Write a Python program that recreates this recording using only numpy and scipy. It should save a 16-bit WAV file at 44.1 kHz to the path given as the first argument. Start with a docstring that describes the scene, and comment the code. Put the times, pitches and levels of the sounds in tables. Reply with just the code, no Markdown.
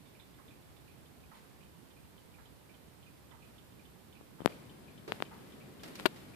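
"""Three clocks and a covered microphone

Three clocks tick faintly, each escapement at its own pace, in a quiet room with a steady hiss.
A finger covers the camera's left microphone port, so at first the room is heard on the right.
The finger peels off with a pop; then the hand shifts, bumps and rustles on the case
and catches the port again."""
import sys
import numpy as np
from scipy import signal
from scipy.fft import rfft, irfft
from scipy.io import wavfile
from scipy.ndimage import uniform_filter1d

SR = 44100
rng = np.random.default_rng(int(sys.argv[2]) if len(sys.argv) > 2 else 0)


def int16_out(signal):
    """Quantize to a 16-bit WAV file."""
    q = np.round(np.clip(np.atleast_2d(signal).T, -1, 1) * 32767)
    wavfile.write(sys.argv[1], SR, q.astype(np.int16))


N = 280035


def amp(db):
    """Decibels to gain."""
    return 10 ** (np.asarray(db) / 20)


def unit(x):
    """Scales to an rms of one."""
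    return x / np.sqrt(np.mean(x ** 2) + 1e-20)


def eq_db(curve, hz):
    """Reads an EQ curve on a logarithmic frequency axis."""
    f, db = np.transpose(curve)
    return np.interp(np.log(hz + 1), np.log(f + 1), db)


def add(mix, s, sound):
    """Mixes a sound in at s seconds."""
    part = mix[..., round(s * SR):][..., :sound.shape[-1]]
    part += sound[..., :part.shape[-1]]


def noise(curve, size=N, tilt_db=0):
    """Wide stereo noise shaped by an EQ curve, alike on both sides only in the bass."""
    hz = np.fft.rfftfreq(size, 1 / SR)
    bins = rfft(rng.standard_normal((2, size)))
    bins = bins + 0.39 / (1 + (hz / 250) ** 2) * bins[::-1]
    colour_db = eq_db(curve, hz) + tilt_db * np.log2(np.clip(hz, 200, 5000))
    return unit(irfft(bins * amp(colour_db), size))


# Dark room tone. Each row: frequency in Hz, relative level in dB.
ROOM_EQ = [(25, -41), (50, -9), (90, -2.5), (140, 1), (200, -1.5), (300, -4.5), (450, -9), (700, -13),
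           (900, -14), (1300, -18.5), (2200, -22.5), (3500, -25.5), (4800, -28), (6200, -35.5),
           (14500, -38)]

def room_tone(level_db=-56.5):
    """The steady air of a quiet room."""
    return amp(level_db) * noise(ROOM_EQ)


# The left port, muted and then open. Each row: time in seconds, gain on the airborne sound in dB.
LEFT_OPENING = [(0, -23), (4.36, -20), (4.47, 1.5), (6.35, 2)]
# Fingertip tremor and microphone hiss. Each row: frequency in Hz, relative level in dB.
TREMOR_EQ = [(20, -28), (40, -14), (58, 3), (85, 0), (130, -4), (200, -11), (400, -18), (1000, -40),
             (4000, -53)]
HISS_EQ = [(20, 1), (60, 9), (150, 12), (400, 11), (1000, 6.5), (2000, 3.5), (4000, 1), (6200, -3),
           (8000, -.5), (14500, 0)]

def microphones(air, hiss_db=-63.0, tremor_db=-61):
    """The fingertip shuts the air out of the left port and rumbles on it; both microphones hiss."""
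    opening = amp(np.interp(np.arange(N) / SR, *np.transpose(LEFT_OPENING)))
    tremor = (1 - opening) * amp(tremor_db) * noise(TREMOR_EQ)[0]
    left = opening * air[0] + tremor
    return np.array([left, air[1]]) + amp(hiss_db) * noise(HISS_EQ)


# The hand holds still, then works round the case. Each row: time in seconds, rumble in dB, rustle in dB.
GRIP_LEVELS = [(0, -76, -76), (2.5, -74, -82), (4.33, -65.5, -77), (4.55, -58.5, -68), (5.05, -63, -77),
               (5.35, -57, -63.5), (5.8, -57, -68), (6.35, -58.5, -64)]
# Short slides of skin on top. Each row: peak time in seconds, rumble in dB, rustle in dB.
SKIN_RUBS = [(0.48, -62, -71), (1.355, -71, -61.5), (3.47, -61.5, -67), (4.5, -54, -59.5),
             (5.13, -54, -57.5), (5.86, -50.5, -54), (6.0, -52.5, -54), (6.17, -62, -61)]
# The tone of the two layers. Each row: frequency in Hz, relative level in dB.
RUMBLE_EQ = [(40, -34), (90, -16), (160, -3), (260, -1.5), (420, -6), (700, -17), (1500, -25), (4000, -38)]
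RUSTLE_EQ = [(100, -6), (400, 1), (900, -2.5), (2000, -1.5), (4600, -8.5), (6200, -15), (9000, -13),
             (14500, -16)]

def grip(flutter_db=1.5, rise_db_per_s=300, fall_db_per_s=65):
    """The grip rumbles and the skin rustles unevenly; both swell quickly with each rub and die away."""
    t = np.arange(N) / SR
    s, rumble_db, rustle_db = np.transpose(GRIP_LEVELS)
    rumble, rustle = amp(np.interp(t, s, rumble_db)), amp(np.interp(t, s, rustle_db))
    for peak_s, low_db, high_db in SKIN_RUBS:
        swell_db = np.minimum(rise_db_per_s * (t - peak_s), fall_db_per_s * (peak_s - t))
        rumble = np.hypot(rumble, amp(low_db + swell_db))
        rustle = np.hypot(rustle, amp(high_db + swell_db))
    flutter = unit(uniform_filter1d(rng.standard_normal(N), SR // 80))
    return rumble * noise(RUMBLE_EQ) + rustle * amp(flutter_db * flutter) * noise(RUSTLE_EQ)


def tick_tock(pace, levels, tock_db, tock_ring_db):
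    """Alternating ticks and tocks: their times, levels and first-mode boosts at the moving camera."""
    first_s, beat_s, limp_s = pace
    beat = np.arange(int((N / SR - first_s) / beat_s) + 1)
    tock = beat % 2
    s = first_s + beat * beat_s + tock * limp_s
    at, level_db, ring_db = np.transpose(levels)
    return s, np.interp(s, at, level_db) + tock * tock_db, np.interp(s, at, ring_db) + tock * tock_ring_db


def escapement(beats, modes, gain_db, snap, rebound, rebound_s, case_t60, room_db, room_t60):
    """Each beat is a snap, a rebound and a short rattle, echoed by the room, ringing the movement."""
    t, out = np.arange(SR // 3) / SR, np.zeros((2, N))
    first, *others = [  # neighbouring modes swing in opposite senses
        (-1) ** k * amp(db) * np.sqrt(width) * np.exp(-np.pi * width * t) * np.sin(2 * np.pi * hz * t)
        for k, (hz, width, db) in enumerate(modes)]
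    scatter = amp(-60 * t / case_t60) + amp(room_db - 60 * t / room_t60)
    for s, db, first_db in zip(*beats):
        blow = scatter * rng.standard_normal((2, len(t)))
        blow[:, 0] += snap  # the tooth lands on the pallet
        blow[:, round(rebound_s * (.5 + rng.random()) * SR)] += rebound  # and bounces once
        ring = amp(first_db) * first + sum(others)
        tick = signal.fftconvolve(blow, ring[None], axes=1)[:, :len(t)]
        attack_rms = tick[:, :SR // 50].std(axis=1, keepdims=True)
        add(out, s, amp(db + gain_db) * tick / attack_rms)
    return out


# A racing pulse. In seconds: first tick, beat length, tock offset.
QUICK_TIMING = (0.1064, 0.13894, 0)
# Its level ride. Each row: time in seconds, relative level in dB, first-mode boost in dB.
QUICK_LEVELS = [(0.05, -56, -13), (0.45, -62, -9), (1.05, -67.5, -4), (1.8, -67.5, 2), (2.3, -64.5, 2),
                (3.1, -65, 2), (3.6, -61.5, 1), (4.0, -64.5, 2), (5.8, -66, 0)]
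# A thin, bright ring. Each row: frequency in Hz, bandwidth in Hz, relative level in dB.
QUICK_RING = [(3076, 105, -2.5), (3530, 100, -3.5), (4020, 270, -10), (2350, 390, -10), (4900, 600, -20)]

def quick_clock(lead_s=0.0615, settle_s=0.973, sway_s=0.0083, turn_s=1.709, sway_start_s=0.274):
    """Starts ahead of its pace and settles; its out-of-round wheel sways the beat once a turn."""
    s, level_db, ring_db = tick_tock(QUICK_TIMING, QUICK_LEVELS, tock_db=9, tock_ring_db=.5)
    early_s = lead_s * np.exp(-s / settle_s) + sway_s * np.sin(2 * np.pi * (s - sway_start_s) / turn_s)
    return escapement((s - early_s, level_db, ring_db), QUICK_RING, gain_db=-7.5, snap=11, rebound=7,
                      rebound_s=.007, case_t60=.085, room_db=-9, room_t60=.4)


# A walking pulse. In seconds: first tick, beat length, tock offset (negative is early).
STEADY_TIMING = (0.1503, 0.36428, -0.007)
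# Its level ride. Each row: time in seconds, relative level in dB, first-mode boost in dB.
STEADY_LEVELS = [(0.5, -64.5, -2), (1.9, -66, -3), (2.6, -63.5, 6), (3.2, -62, -3), (4.1, -63, -3),
                 (4.9, -65.5, 3), (6.3, -65.5, -2)]
# A crisp upper-mid ring. Each row: frequency in Hz, bandwidth in Hz, relative level in dB.
STEADY_RING = [(2320, 83, -7), (2468, 120, -4), (2930, 250, -15), (1400, 570, -23), (4300, 900, -18)]

def steady_clock():
    """A mid-paced escapement whose tick and tock are nearly even."""
    beats = tick_tock(STEADY_TIMING, STEADY_LEVELS, tock_db=.5, tock_ring_db=-1)
    return escapement(beats, STEADY_RING, gain_db=1.2, snap=14, rebound=10,
                      rebound_s=.013, case_t60=0.12, room_db=-3, room_t60=0.42)


# A limping pulse. In seconds: first tick, beat length, tock offset (negative is early).
SLOW_TIMING = (0.3856, 0.9994, -0.07)
# Its level ride. 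Each row: time in seconds, relative level in dB, first-mode boost in dB.
SLOW_LEVELS = [(0.4, -59.5, -4), (1.3, -58, -5), (2.6, -61.5, -4), (5.3, -59.5, -3)]
# A fuller, lower ring. Each row: frequency in Hz, bandwidth in Hz, relative level in dB.
SLOW_RING = [(910, 54, 2.5), (1060, 48, 2), (1240, 140, 3), (1640, 160, -1), (1990, 160, -3),
             (2750, 400, -16), (4000, 900, -24)]

def slow_clock():
    """An escapement beating about once a second, its tock early, louder and deeper."""
    beats = tick_tock(SLOW_TIMING, SLOW_LEVELS, tock_db=2.5, tock_ring_db=7)
    return escapement(beats, SLOW_RING, gain_db=2, snap=9, rebound=11,
                      rebound_s=.024, case_t60=0.22, room_db=-8, room_t60=0.72)


# The colour the port gives a pop. Each row: frequency in Hz, relative level in dB.
PORT_EQ = [(200, 2), (1000, 0.5), (2200, -1.5), (3300, 0), (4500, -3), (6000, -9.5), (9000, -4.5),
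           (14500, -2.5)]

def pop(corner_hz, crack_db, low_cut_hz=197, rounding=8, size=4096):
    """A pressure step at the port: a rounded spike, then the swing back of the microphone's bass cut."""
    hz = abs(np.fft.fftfreq(size, 1 / SR)) + 1
    bass_cut = (1 + (low_cut_hz / hz) ** 4) ** -.5 * (1 + (low_cut_hz / 2 / hz) ** 2) ** -.5
    soft_skin = 1 / np.hypot(1, hz / corner_hz) / np.hypot(1, hz / corner_hz / rounding)
    crack = amp(crack_db / (1 + (4800 / hz) ** 6))
    log_gain = np.log(np.maximum(bass_cut * soft_skin * crack * amp(eq_db(PORT_EQ, hz)), 1e-4))
    minimum_phase = np.exp(np.conj(signal.hilbert(log_gain)))  # nothing sounds before the step
    wave = np.fft.ifft(minimum_phase).real[:size // 2]
    return wave / abs(wave).max()


# Each row: start in seconds, peak in dB, corner in Hz (low is a soft push), treble crack in dB.
FINGER_POPS = [(4.2115, -38.5, 120, -12), (4.405, -28, 110, -17), (4.4184, -30, 60, -14),
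               (4.4483, -30, 110, -14), (4.4597, -2.5, 380, 7.5), (4.4762, -18.5, 1200, -20),
               (5.1212, -10.5, 2140, -12), (5.2037, -23, 500, -10), (5.2239, -10, 1310, -7.5),
               (5.9985, -23, 3500, -10), (6.0092, -31, 5000, -3), (6.0564, -5, 900, -11),
               (6.0606, -4.5, 3200, -4)]

def finger_pops():
    """Skin sticks and slips on the left port."""
    out = np.zeros(N)
    for s, db, corner_hz, crack_db in FINGER_POPS:
        add(out, s, amp(db) * pop(corner_hz, crack_db))
    return out


# Each row: start in seconds, level in dB, 60 dB decay time in seconds, tilt in dB per octave.
HAND_BUMPS = [(4.494, -48.5, 0.23, -2.5), (5.078, -40.5, 0.24, -3.2), (5.834, -43, 0.096, 1.5),
              (5.954, -45, .08, 5), (5.991, -47.5, 0.11, -0.5), (6.16, -57, 0.28, 2)]
# The boxy tone of the case. Each row: frequency in Hz, relative level in dB.
CASE_EQ = [(60, -25), (150, -13.5), (270, -11), (430, 5), (600, -2.5), (1000, -5.5), (2000, -8.5),
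           (4800, -10.5), (6200, -18), (9000, -21), (14500, -25)]

def case_bumps():
    """The hand bumps and scuffs the case, which reaches both microphones."""
    t, out = np.arange(SR // 2) / SR, np.zeros((2, N))
    for s, db, t60, tilt_db in HAND_BUMPS:
        add(out, s, amp(db - 60 * t / t60) * noise(CASE_EQ, size=len(t), tilt_db=tilt_db))
    return out


# Peaks set by the spacing of the stick-slip pulses. Each row: frequency in Hz, peak level in dB.
BUZZ_PEAKS = [(373, -16.5), (620, -20.5), (930, -27), (1070, -25), (1420, -26), (1600, -33), (2290, -30),
              (2790, -27), (3870, -29), (4150, -31), (4360, -29), (4650, -33)]

def port_buzz(start_s=6.0564, swell_s=.003):
    """A brief hollow buzz as the fingertip sticks and slips on the port."""
    t, out = np.arange(SR // 20) / SR, np.zeros(N)
    buzz = sum(amp(db) * np.cos(2 * np.pi * hz * t) for hz, db in BUZZ_PEAKS)
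    add(out, start_s, buzz * t / swell_s * np.exp(1 - t / swell_s))
    return out


def skin_crackle(start_s=6.0585, length_s=.022, level_db=-10, fade_db=42, count=70):
    """The last slide of skin on the port breaks into tiny slips of either sign that die away."""
    out, slip = np.zeros(N), pop(corner_hz=6000, crack_db=-1)
    for late, strength in rng.random((count, 2)):
        add(out, start_s + length_s * late, (2 * strength - 1) * amp(level_db - fade_db * late) * slip)
    return out


def scene(right_leak_db=-44):
    """The clocks and the room reach the ports by air; the hand acts on the camera itself."""
    air = steady_clock() + quick_clock() + slow_clock() + room_tone()
    held_camera = microphones(air) + grip() + case_bumps()
    finger = finger_pops() + port_buzz() + skin_crackle()
    return held_camera + finger * amp([[0], [right_leak_db]])


def record(dry, cutoff_hz=14700):
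    """A steep low-pass trims the very top."""
    low_pass = signal.firwin(511, cutoff_hz, window=("kaiser", 9), fs=SR)
    return signal.oaconvolve(dry, low_pass[None], "same")


dry = scene()
out = record(dry)
int16_out(out)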